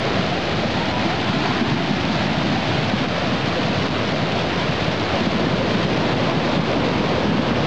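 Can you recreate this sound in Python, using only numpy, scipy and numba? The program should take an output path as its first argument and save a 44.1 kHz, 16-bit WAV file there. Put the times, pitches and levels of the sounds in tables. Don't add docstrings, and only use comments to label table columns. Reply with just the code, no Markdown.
import sys
import numpy as np
from scipy import signal
from scipy.fft import rfft, irfft, next_fast_len
from scipy.io import wavfile
from scipy.ndimage import uniform_filter1d
from numba import njit

SR = 44100
rng = np.random.default_rng(int(sys.argv[2]) if len(sys.argv) > 2 else 0)


def wrap_up_sound(samples):
    columns = np.atleast_2d(samples).T
    tamed = np.clip(columns, -1, 1)
    steps = np.round(tamed * 32767).astype(np.int16)
    wavfile.write(sys.argv[1], SR, steps)


N = 337806

# f/Hz, relative level per Hz/dB
WATER_COLOUR = [(18, -49.5), (30, -25.5), (60, -11.5), (95, -3.5), (130, -1), (180, 0.5), (258, -1),
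                (447, -6), (655, -6), (870, -10), (1010, -10.5), (1140, -13), (2000, -16), (3100, -18),
                (3600, -19), (4130, -21), (4770, -24.5), (5400, -30), (6200, -47.5), (20000, -120)]
REGISTER_EDGES = (70, 140, 220, 400, 600, 850, 1200, 3500)
# t/s, wind buffeting level/dB, rumble level/dB, body level/dB, roar level/dB, wash level/dB, splash level/dB
LOW_LEVELS = [(0, 0, 0.5, -0.5, 0, 1, 0), (.5, -1.5, -2, 0.5, -2.5, -1, -1),
              (.9, 0.5, -2.5, -2, -1.5, -0.5, -1), (1.5, -3, -2, 0.5, -3, 0.5, 1),
              (2.0, -2, 1, 0.5, -2.5, -1, -1.5), (2.5, -1.5, 1.5, 0.5, -0.5, 1, -1),
              (2.9, -2.5, -2.5, -2.5, 1, 1, -1.5), (3.8, -2, 0, -1.5, -0.5, 0, 2.5),
              (4.3, -1.5, -0.5, 0.5, 1, 2, -1), (4.8, -0.5, -1, 0.5, 1.5, 0, 0),
              (5.1, -3, -0.5, 0, -1.5, 0, -1), (5.5, 4, 0, 1, 3.5, -0.5, 1.5), (5.9, 0, 1, 0.5, 1, 1, -1),
              (6.3, -1.5, -2, 1.5, 2, 2, 2), (6.7, 2.5, -1.5, 2, 2.5, .5, 3),
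              (7.0, 1.5, -2, 2.5, 3.5, 3, 3), (7.3, 5.5, 4.5, 2.5, 4.5, 0, 2.5),
              (7.66, 6, -5, 1, 2, 1, 0.5)]
# t/s, level/dB
DEEP_LEVEL = [(0, 1.5), (.8, -1), (1.6, -1.5), (2.5, 1), (3.5, -1.5), (4.5, -.5), (5.2, 0), (5.8, .5),
              (6.5, -1), (7.66, 2.5)]
# t/s, change before/dB (negative dips), drop after/dB (negative lifts)
TREBLE_CHANGES = [(0.2, -0.5, -1), (0.65, -1.5, 3), (0.92, 1.5, 6), (1.06, 0.5, -1.5), (1.14, 1, 1.5),
                  (1.46, 1.5, -2.5), (1.63, 0.5, 1.5), (1.745, 2, 3), (2.1, -0.5, 1.5), (2.23, 3.5, 1),
                  (2.44, 0.5, 2.5), (2.56, 4, -1), (2.92, -1, 0), (3.06, 3.5, 5.5), (3.25, 1.5, 1),
                  (3.7, 1, 6), (3.88, 1, 9), (4.12, 1.5, 3.5), (4.43, 1, 3.5), (4.64, 3.5, 2), (5.19, 1, 1),
                  (5.26, 2, 2), (5.61, 1, 3.5), (5.73, 0, -2), (5.85, 4.5, 2.5), (6.14, 3, 5), (6.33, 3, 0),
                  (6.58, 1, 4), (6.8, -2, 0.5), (7.28, -1.5, 4.5), (7.52, 2.5, 1.5)]
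# t/s, lower f/Hz, lower depth/0-1, upper f/Hz, upper depth/0-1
WALL_DIPS = [(0, 230, 0.4, 880, .75), (.2, 242, 0.35, 920, 0.5), (.6, 260, 0.55, 1010, 0.25),
             (.85, 430, .3, 1100, 0.3), (1.2, 507, 0.43, 1130, 0.4), (1.5, 537, 0.6, 1050, 0),
             (1.9, 510, 0.6, 1010, 0.1), (2.1, 400, 0.74, 1050, 0.2), (2.35, 440, 0.33, 1050, .2),
             (2.55, 470, 0.7, 1050, .2), (2.85, 500, 0.56, 1000, 0), (3.1, 406, .25, 890, 0.4),
             (3.9, 360, 0.14, 880, 0.5), (4.2, 330, .3, 850, 0.3), (4.9, 230, 0.3, 800, 0.2),
             (5.2, 130, 0.28, 800, 0), (5.5, 130, 0, 800, 0.1)]
# t/s, peak level/dB, f/Hz
TIMED_THUMPS = [(0.19, -15.5, 188), (0.648, -14, 217), (1.051, -19, 199), (1.294, -14, 187),
                (1.363, -14.5, 178), (1.494, -16, 258), (1.611, -11, 228), (1.717, -13, 144),
                (1.908, -14.5, 240), (2.096, -13, 208), (2.373, -14.5, 170), (2.782, -17, 140),
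                (2.932, -10.5, 211), (3.006, -18, 250), (3.318, -19, 252), (3.59, -19, 249),
                (3.27, -18.5, 204), (3.69, -17, 190), (4.226, -17, 146), (4.691, -18, 148),
                (4.705, -19, 240), (4.877, -15, 156), (5.205, -17, 217), (5.268, -13, 188),
                (5.35, -14.5, 201), (5.411, -27, 197), (5.465, -14, 254), (5.53, -14.5, 185),
                (5.585, -20, 215), (5.749, -12, 192), (5.846, -11.5, 175), (5.998, -19, 190),
                (6.12, -15, 140), (6.16, -14, 191), (6.366, -13.5, 158), (6.592, -14, 170),
                (6.96, -17, 260), (6.996, -15, 190), (7.228, -20, 205), (7.29, -13, 170), (7.392, -13, 258),
                (7.51, -11.5, 210)]
# t/s, peak level/dB, f/Hz, length/s, pitch rise/share of f (negative falls)
AIR_GLUGS = [(0.025, -24, 542, 0.036, 0.047), (0.304, -21.5, 707, .04, 0.005),
             (0.624, -24, 602, .035, 0.13), (0.786, -25, 921, 0.05, 0.034), (0.89, -28, 978, 0.12, 0.033),
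             (1.035, -23, 331, 0.056, 0.041), (1.075, -27, 709, .07, 0.22), (2.089, -23, 597, 0.027, 0.085),
             (2.545, -23.5, 766, 0.037, 0.067), (3.948, -24.5, 400, .035, .03),
             (3.555, -19.5, 514, 0.037, 0.0022), (5.14, -18.5, 560, 0.031, .03),
             (5.6, -17.5, 532, 0.025, 0.12), (5.393, -20.5, 352, 0.056, 0.086),
             (6.011, -25, 944, 0.052, .03), (6.257, -25, 1050, .05, -0.025), (6.471, -26, 583, .035, .03),
             (6.69, -22.5, 542, 0.044, 0.01), (6.85, -18.5, 474, 0.047, .03), (7.15, -25, 501, .05, 0.021),
             (7.582, -26, 569, 0.034, 0.046)]
# f/Hz, level/dB
PLAYBACK_SMOOTHING = [(5000, 0), (5500, -1.5), (6000, -7), (6500, -14), (7880, -31.5), (9090, -48.5),
                      (10000, -63.5), (10800, -90), (20000, -130)]

WATER_DB = -21
CHURN_DB, CHURN_PER_S = 0.52, 9
BEFORE_S, SWITCH_S, AFTER_S = 0.055, 0.014, 0.029
TURN_FROM_S, TURN_TO_S, TURN_HISS_DB, TURN_SPRAY_DB = 4.3, 9.3, 0.4, -0.5
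LOWER_DIP_WIDTH_HZ, UPPER_DIP_WIDTH_HZ = 156.0, 110.0
CULVERT_HZ, CULVERT_WIDTH_HZ = 690.0, 220.0
CULVERT_RING, CULVERT_UNTIL_S, CULVERT_FADE_S = 0.14, 2.5, 0.1
THUMP_T60_S, THUMP_RISE_S = 0.034, 0.013
RANDOM_THUMP_DB, RANDOM_SCATTER_DB, RANDOM_LOW_HZ, RANDOM_HIGH_HZ = -20, 4, 153.4, 273
GLUG_LATE = 1.34
CRACKLE_DB, CRACKLE_PER_S, CRACKLE_SCATTER_DB, CRACKLE_DECAY_S = -40, 260, 2.5, 0.0015
CRACKLE_HZ, CRACKLE_WIDTH_HZ = 2690.0, 2330.0
AGC_INPUT_DB, AGC_TOP, AGC_RATIO = 1.5, 0.18, 3.3
AGC_ATTACK_S, AGC_RELEASE_S = 0.0029, 0.072
CEILING, OFFSET = 0.94, -0.0151
SAMPLE_STEP, TOP_HZ = 4, 11000


def water():
    quick_db = treble_changes()
    wind_db, rumble_db, body_db, roar_db, wash_db, splash_db = curve(LOW_LEVELS)
    deep_db = curve(DEEP_LEVEL)[0]
    turn = np.interp(np.arange(N) / SR, [TURN_FROM_S, TURN_TO_S], [0, 1])

    size = next_fast_len(N)
    octave = np.log2(np.maximum(np.arange(size // 2 + 1) * SR / size, 1.0))
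    colour_hz, colour_db = np.transpose(WATER_COLOUR)
    colour = undb(np.interp(octave, np.log2(colour_hz), colour_db))

    registers = np.zeros((len(REGISTER_EDGES) + 1, N))
    treble_waver = walk(32)
    churn_db = CHURN_DB * walk(CHURN_PER_S)
    for centre in np.arange(4.5, 14, 0.5):
        hz = 2 ** centre
        share = np.cos(np.pi * np.clip(octave - centre, -0.5, 0.5))
        band = irfft(rfft(bubbles(hz), size) * share * colour, size)[:N]
        flicker_db = 0.58 * min(hz / 2500, 1) * treble_waver + 0.5 * walk(16) + churn_db
        registers[np.searchsorted(REGISTER_EDGES, hz)] += band * undb(flicker_db)

    level_db = (
        wind_db,
        deep_db,
        rumble_db,
        body_db,
        roar_db + 0.44 * quick_db,
        wash_db + 0.37 * quick_db,
        splash_db + 1.3 * quick_db,
        TURN_HISS_DB * turn + quick_db,
        TURN_SPRAY_DB * turn + 0.85 * quick_db,
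    )
    torrent = sum(register * undb(db - db.mean()) for register, db in zip(registers, level_db))
    return torrent * undb(WATER_DB) / registers.sum(0).std()


def bubbles(centre_hz, pops_per_cycle=0.45, scatter_db=2.5, smooth=0.7):
    pop = rng.random(N) < np.clip(pops_per_cycle * centre_hz / SR, 0, 1)
    strength = np.minimum(rng.exponential(size=N), 2.5)
    pops = pop * rng.choice([-1.0, 1.0], N) * undb(scatter_db * strength)
    blur = rng.standard_normal(N)
    return np.sqrt(smooth) * blur + np.sqrt(1 - smooth) * unit(pops)


def treble_changes():
    s, before_db, drop_db = np.transpose(TREBLE_CHANGES)[:, :, None]
    step = 64
    t = np.arange(0, N + step, step) / SR - s
    passed = 0.5 + 0.5 * np.tanh(np.clip(t / SWITCH_S, -20, 20))
    before = before_db * (1 - passed) * np.exp(-np.abs(t) / BEFORE_S)
    drop = drop_db * passed * np.exp(-np.abs(t) / AFTER_S)
    return np.interp(np.arange(N), np.arange(t.shape[1]) * step, (before - drop).sum(0))


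def wall_echo(x):
    lower_hz, lower_depth, upper_hz, upper_depth = curve(WALL_DIPS)
    faced = 0.5 - 0.5 * np.tanh((np.arange(N) / SR - CULVERT_UNTIL_S) / CULVERT_FADE_S)
    culvert = svf(x, np.full(N, CULVERT_HZ), CULVERT_WIDTH_HZ)
    x = x - upper_depth * svf(x, upper_hz, UPPER_DIP_WIDTH_HZ)
    x = x - lower_depth * svf(x, lower_hz, LOWER_DIP_WIDTH_HZ)
    return x + CULVERT_RING * faced * culvert


def thumps(count=14):
    out = np.zeros(N)
    t = np.arange(int(0.12 * SR)) / SR
    push = (1 - np.exp(-t / THUMP_RISE_S)) ** 2
    shape = push * np.exp(-np.log(1000) * t / THUMP_T60_S)
    shape = shape / shape.max()
    when, strength, pitch = rng.random((count, 3)).T
    random_db = RANDOM_THUMP_DB + RANDOM_SCATTER_DB * (2 * strength - 1)
    random_hz = RANDOM_LOW_HZ * (RANDOM_HIGH_HZ / RANDOM_LOW_HZ) ** pitch
    random_thumps = zip(when * N / SR, random_db, random_hz)
    for s, db, hz in list(TIMED_THUMPS) + list(random_thumps):
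        i = int(s * SR)
        thump = undb(db) * shape * np.sin(2 * np.pi * hz * t)
        out[i:i + len(t)] += thump[:N - i]
    return out


def glugs():
    out = np.zeros(N)
    for s, db, hz, length, rise in AIR_GLUGS:
        u = np.arange(int(length * SR)) / (length * SR)
        tone = np.sin(2 * np.pi * hz * length * (u + rise * (u * u - u) / 2))
        swell = np.sin(np.pi * u ** GLUG_LATE)
        i = int(s * SR)
        out[i:i + len(u)] += undb(db) * swell * tone
    return out


def crackle():
    hit = rng.random(N) < CRACKLE_PER_S / SR
    hit = hit * undb(CRACKLE_SCATTER_DB * np.minimum(rng.exponential(size=N), 2))
    decay = np.exp(-1 / (CRACKLE_DECAY_S * SR))
    bursts = signal.lfilter([1], [1, -decay], hit) * rng.standard_normal(N)
    hz = np.full(N, CRACKLE_HZ)
    for _ in range(2):
        bursts = svf(bursts, hz, CRACKLE_WIDTH_HZ)
    return unit(bursts) * undb(CRACKLE_DB)


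def undb(db):
    return 10 ** (np.asarray(db) / 20)


def unit(x):
    return x / np.sqrt(np.mean(x ** 2))


def curve(table):
    s, *columns = np.transpose(table)
    return [np.interp(np.arange(N) / SR, s, c) for c in columns]


def walk(rate):
    k = int(SR / rate)
    steps = np.repeat(rng.standard_normal(N // k + 1), k)
    return 0.95 * uniform_filter1d(uniform_filter1d(steps, k), k)[:N]


@njit
def svf(x, hz, width):
    y, band, low = np.empty(len(x)), 0.0, 0.0
    for i in range(len(x)):
        g, k = np.tan(np.pi * hz[i] / SR), width / hz[i]
        v = (band + g * (x[i] - low)) / (1 + g * (g + k))
        band, low, y[i] = 2 * v - band, low + 2 * g * v, k * v
    return y


@njit
def follow(x, attack, release, start):
    level, out = start, np.empty(len(x))
    for i in range(len(x)):
        a = abs(x[i])
        level += (a - level) * (attack if a > level else release)
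        out[i] = level
    return out


def scene():
    return (wall_echo(water()) + thumps() + glugs() + crackle())[None]


def record(dry):
    x = dry[0] * undb(AGC_INPUT_DB)
    level = follow(x, 1 / (AGC_ATTACK_S * SR), 1 / (AGC_RELEASE_S * SR), AGC_TOP)
    x = x * np.minimum(AGC_TOP / level, 1) ** (1 - 1 / AGC_RATIO)
    x = CEILING * np.tanh(x / CEILING)

    kept = x * (np.arange(N) % SAMPLE_STEP == 0) * SAMPLE_STEP
    size = next_fast_len(N)
    hz, db = np.transpose(PLAYBACK_SMOOTHING)
    bin_hz = np.arange(size // 2 + 1) * SR / size
    gain = undb(np.interp(np.log(bin_hz + 1), np.log(hz), db))
    x = irfft(rfft(kept, size) * gain, size)[:N]

    top_cut = signal.ellip(8, 0.2, 70, TOP_HZ, fs=SR, output="sos")
    return signal.sosfilt(top_cut, x)[None] + OFFSET


dry = scene()
out = record(dry)
wrap_up_sound(out)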